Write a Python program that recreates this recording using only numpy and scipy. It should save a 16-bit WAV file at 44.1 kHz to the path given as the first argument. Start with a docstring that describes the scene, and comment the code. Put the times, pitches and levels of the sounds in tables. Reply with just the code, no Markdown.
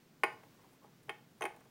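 """A small stack of stiff cards is tapped on its edge against a tabletop: one firm tap, a light one,
then a quick clatter as the cards settle. Each hit makes the table ring, bends the stack and clicks
the card edges; in the clatter one card squeaks against its neighbour. Between the taps, fingers
nudge and rub the stack. A small, quiet room rings briefly over a low rumble and hiss."""
import sys
import numpy as np
from scipy import signal
from scipy.fft import rfft, irfft, next_fast_len
from scipy.io import wavfile
from scipy.ndimage import uniform_filter1d

SR = 44100
rng = np.random.default_rng(int(sys.argv[2]) if len(sys.argv) > 2 else 0)


def digitize_waveform(pressure):
    """Quantize a signal to 16-bit integers and store it at the path in sys.argv[1].

    Rows of a 2-D input are taken as channels; values are limited to [-1, 1].
    """
    field = np.atleast_2d(pressure).T
    bounded = np.clip(field, -1, 1)
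    quanta = np.round(bounded * 32767).astype(np.int16)
    wavfile.write(sys.argv[1], SR, quanta)


N = 74970


def gain(db):
    """Turn decibels into a number to multiply by."""
    return 10 ** (np.asarray(db) / 20)


def curve_at(points, hz):
    """Read between (f/Hz, value) points, with octaves evenly spaced."""
    freqs, values = np.array(points, float).T
    return np.interp(np.log(hz + 1), np.log(freqs), values)


def shape(x, gain_at):
    """Scale each frequency by gain_at(hz), without smearing the sound back in time."""
    size = 2 * next_fast_len(len(x))
    hz = np.arange(size // 2 + 1) * SR / size
    cepstrum = irfft(np.log(gain_at(hz) + 1e-9))
    # folding it in half makes the filter respond only after its input
    cepstrum[1:size // 2] *= 2
    cepstrum[size // 2 + 1:] = 0
    return irfft(rfft(x, size) * np.exp(rfft(cepstrum)))[:len(x)]


def colour(x, points):
    """Filter a sound by a curve of (f/Hz, level/dB) points."""
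    return shape(x, lambda hz: gain(curve_at(points, hz)))


def fade(t, t60):
    """A smooth fade that falls by 60 dB every t60 seconds."""
    return np.exp(-np.log(1000) * t / t60)


def unit_energy(x):
    """Scale a sound so that its energy is 1."""
    return x / np.sqrt(np.sum(x ** 2))


def place(sounds):
    """Lay (start/s, sound) pairs on the time line."""
    out = np.zeros(N)
    for start, x in sounds:
        i = int(start * SR)
        out[i:i + len(x)] += x[:N - i]
    return out


def ring(t, tones, detune=0.003):
    """A struck object's own fading tones, tuned a little differently each time."""
    out = np.zeros(len(t))
    for k, (hz, db, t60) in enumerate(tones):
        pitch = hz * (1 + detune * rng.standard_normal())
        out += (-1) ** k * gain(db) * fade(t, t60) * np.sin(2 * np.pi * pitch * t)
    return out


def burst(t, t60, rise_s=0.0012):
    """Tones so crowded that they blur into noise, swelling and dying quickly."""
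    return unit_energy(rng.standard_normal(len(t)) * fade(t, t60) * (1 - np.exp(-t / rise_s)))


def background():
    """The room's low rumble and hiss, drifting slightly in level."""
    # tone of the noise: f/Hz, relative level/dB
    spectrum = [(20, -19), (50, -27.5), (65, -16.5), (85, -21.5), (112, -6), (150, -2), (195, -6),
                (250, -6), (410, -12), (560, -16.5), (1080, -21), (1500, -21), (3000, -25.5), (6000, -29),
                (10000, -34.5), (13000, -33.5), (15500, -29)]
    # its loudness over time: t/s, level/dB
    levels = [(0, -65), (.2, -65.5), (.5, -62.5), (.75, -64.5), (1.0, -64.5), (1.349, -65), (1.7, -64)]
    noise = colour(rng.standard_normal(N), spectrum)
    level_db = np.interp(np.arange(N) / SR, *np.array(levels).T)
    return noise / np.std(noise) * gain(level_db)


def room(x, length_s=0.7, rise_s=0.0071):
    """A small room's echoes blur into a tail; the highest treble dies first."""
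    # how long the room rings: f/Hz, t60/s
    decays = [(200, 0.32), (500, 0.39), (1000, 0.34), (2500, 0.27), (5000, 0.4), (10000, .24),
              (16000, 0.053)]
    t = np.arange(int(length_s * SR)) / SR
    spectrum = rfft(rng.standard_normal(len(t)))
    hz = np.fft.rfftfreq(len(t), 1 / SR)
    centres = [f for f, _ in decays]
    tail = np.zeros(len(t))
    for one_band, (_, t60) in zip(np.eye(len(centres)), decays):
        band = curve_at(list(zip(centres, one_band)), hz)
        tail += irfft(spectrum * band, len(t)) * fade(t, t60)
    tail *= 1 - np.exp(-(t / rise_s) ** 2)
    return signal.fftconvolve(x, unit_energy(tail))[:N]


def rubbing(strokes, spectrum, uneven_db=1.5):
    """Friction makes faint swells of noise, roughened by an uneven grip."""
    t = np.arange(N) / SR
    pressure = sum(gain(db) * np.exp(-(2 * (t - at) / length) ** 2) for at, length, db in strokes)
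    grip = uniform_filter1d(rng.standard_normal(N), size=300)
    friction = pressure * rng.standard_normal(N) * gain(uneven_db * grip / np.std(grip))
    tone = unit_energy(colour(signal.unit_impulse(SR // 10), spectrum))
    return signal.fftconvolve(friction, tone)[:N]


def fingers():
    """Fingers rub, slide and nudge the stack between the taps."""
    # rubs on the cards and ticks of settling edges: t/s, length/s, level/dB
    rubs = [(0.66, 0.13, -80), (0.736, 0.035, -73.5), (1.034, 0.015, -70), (1.385, 0.013, -72),
            (1.564, .004, -63.5), (1.572, 0.005, -74), (1.607, .004, -67.5), (1.622, .004, -72),
            (1.650, .005, -71), (1.694, 0.0045, -73)]
    # their tone: f/Hz, level/dB
    rub_tone = [(300, 9.5), (2000, -12), (7000, -8), (9600, 1), (11500, -7), (16000, -10)]
    # soft slides on the table: t/s, length/s, level/dB
    slides = [(0.438, 0.016, -63), (0.60, 0.13, -70.5), (0.66, 0.042, -69), (0.735, 0.036, -71),
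              (0.845, 0.047, -64)]
    # their tone: f/Hz, level/dB
    slide_tone = [(100, -51), (400, 2), (700, -2.5), (1050, 5.5), (1500, -14), (2400, -18), (3500, -33),
                  (16000, -27)]
    # dull, low bumps: t/s, length/s, level/dB
    bumps = [(0.325, 0.045, -63.5), (1.07, 0.074, -64.5), (1.305, 0.051, -65), (1.52, .05, -67.5)]
    # their tone: f/Hz, level/dB
    bump_tone = [(50, -48), (100, -17), (148, -9.5), (200, -19), (400, -37), (2000, -51)]
    return rubbing(rubs, rub_tone) + rubbing(slides, slide_tone) + rubbing(bumps, bump_tone)


def squeak(hz=6180, t60=0.03):
    """One card slips along its neighbour, each slip a thin, short ring."""
    # slips: t/s, level/dB
    slips = [(1.4092, -50), (1.421, -52), (1.428, -49), (1.437, -58)]
    t = np.arange(SR // 10) / SR
    return place((start, ring(t, [(hz, db, t60)], detune=0.0051)) for start, db in slips)


def table_knock(t, echo_ms):
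    """A blow rings the tabletop; its bending wave comes back from the table's edge, followed by a few later
    echoes."""
    # later echoes: delay/s, level/dB
    echoes = [(.0066, -4), (0.011, -17.5)]
    # tone of the knock: f/Hz, level/dB
    knock_tone = [(50, -37), (200, -16), (340, -8), (450, -11.5), (545, -26), (640, -4.5), (850, 2),
                  (1050, -4), (1400, -4.5), (1900, -3), (2300, -0.5), (3000, -6.5), (3700, -20.5),
                  (4900, -15.5), (5900, -30), (16000, -36)]
    # the tabletop's own tones: f/Hz, level/dB, t60/s
    table_tones = [(338.4, -37, 0.15), (387.7, -36.5, 0.12), (452.2, -31.5, 0.091), (635.5, -33, 0.051),
                   (704.5, -30.5, 0.05), (817.5, -29, 0.079), (858.7, -27, 0.054), (1071, -24.5, 0.041),
                   (1195, -33, 0.033), (1446, -33, 0.077), (1725, -34.5, 0.041), (1900, -37.5, 0.11),
                   (2176, -28, 0.068), (2517, -23.5, 0.038)]
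    strike = signal.unit_impulse(len(t))
    for delay, db in [(echo_ms / 1000, -1.5), *echoes]:
        strike[int(delay * SR)] += gain(db)
    blow = gain(4.5) * burst(t, t60=0.043) + gain(9) * strike
    return colour(blow, knock_tone) + ring(t, table_tones)


def edge_click(t):
    """The card edges click: bright noise and a few very high tones."""
    # tone of the noise: f/Hz, level/dB
    click_tone = [(100, -43), (500, -23), (3000, -3), (5000, -11), (7000, -8.5), (8400, -11.5), (9300, 1),
                  (11000, -8), (13000, -9), (14500, -12), (16000, -19)]
    # the edges' own tones: f/Hz, level/dB, t60/s
    edge_tones = [(9080, -40, 0.026), (9560, -42, 0.022), (10700, -48, 0.024), (12400, -58, .025)]
    return colour(gain(-11) * burst(t, t60=0.037), click_tone) + ring(t, edge_tones)


def tap(db, bright_hz, bass_db, bend_db, click_db, echo_ms):
    """One hit: the table knocks, the edges click and the stack rings as it bends."""
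    # tones of the bending stack: f/Hz, level/dB, t60/s
    bend_tones = [(794, -33.5, 0.071), (994, -41, 0.051), (1822, -30, 0.041), (2258, -24.5, 0.021),
                  (2630, -28, 0.026), (3153, -30, 0.041), (3600, -41.5, .035), (3900, -51, 0.038)]
    # bright tones that take a firm blow to be heard: f/Hz, level/dB, t60/s
    firm_tones = [(4590, -56, 0.034), (4920, -49, 0.038), (5180, -48, 0.023), (14200, -53, .04)]

    def contact(hz, bass_below_hz=1100):
        """Each hit has its own amount of bass and loses treble above bright_hz."""
        bass = gain(bass_db / (1 + (hz / bass_below_hz) ** 4))
        return bass / np.sqrt(1 + (hz / bright_hz) ** 4)

    t = np.arange(SR // 4) / SR
    knock = shape(table_knock(t, echo_ms), contact)
    click = gain(click_db) * edge_click(t)
    bend = gain(bend_db) * ring(t, bend_tones)
    firm = gain(db) * ring(t, firm_tones)  # scaled again below, so it grows as strength squared
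    # the tabletop gives off little deep bass
    low_cut = signal.butter(1, 177, "high", fs=SR, output="sos")
    return gain(db) * signal.sosfilt(low_cut, knock + bend + click + firm)


def cards():
    """The stack hits the table again and again, then settles."""
    # hits: t/s, level/dB, brightness/Hz, bass/dB, bend/dB, click/dB, first echo/ms
    hits = [(0.2350, 0.5, 2500, 0.5, -9.5, -1, 2.74), (0.434, -36.5, 1940, 3.5, -6, 4, 3.6),
            (0.8436, -38, 1000, 7.5, -19, -2, 2.3), (1.0839, -32, 970, 12, -29, -3, 2.1),
            (1.0938, -15, 3080, 4, 4.5, 2.5, 2.27), (1.4092, -15.5, 990, 6.5, -34, 0.5, 2.42),
            (1.4206, -13.5, 3000, 3.5, 0.5, 6, 2.07), (1.4281, -26.5, 2400, 3, 12, 3, 2.17),
            (1.438, -16.5, 830, 11.5, -15, 6.5, 2.4), (1.4415, -24, 786, 11, -23, -18, 2.22),
            (1.4531, -12.5, 2640, 1, -4, 6, 2.33), (1.461, -17, 1600, 4.5, -11, -18, 2.39),
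            (1.566, -30.5, 950, 0, -20, -16, 2.2), (1.609, -31, 970, -4, -18, -14, 2.95),
            (1.655, -36.5, 910, 2.5, -18, -12, 4.3)]
    return place((start, tap(*hit)) for start, *hit in hits)


def scene():
    """Cards and fingers in the quiet room, in one channel."""
    direct = cards() + fingers()
    return (direct + gain(-12.5) * room(direct) + squeak() + background())[None]


def record(dry):
    """The recorder cuts off the very highest treble."""
    top_hz = 15900
    return signal.sosfilt(signal.ellip(10, 0.2, 70, top_hz, fs=SR, output="sos"), dry)


dry = scene()
out = record(dry)
digitize_waveform(out)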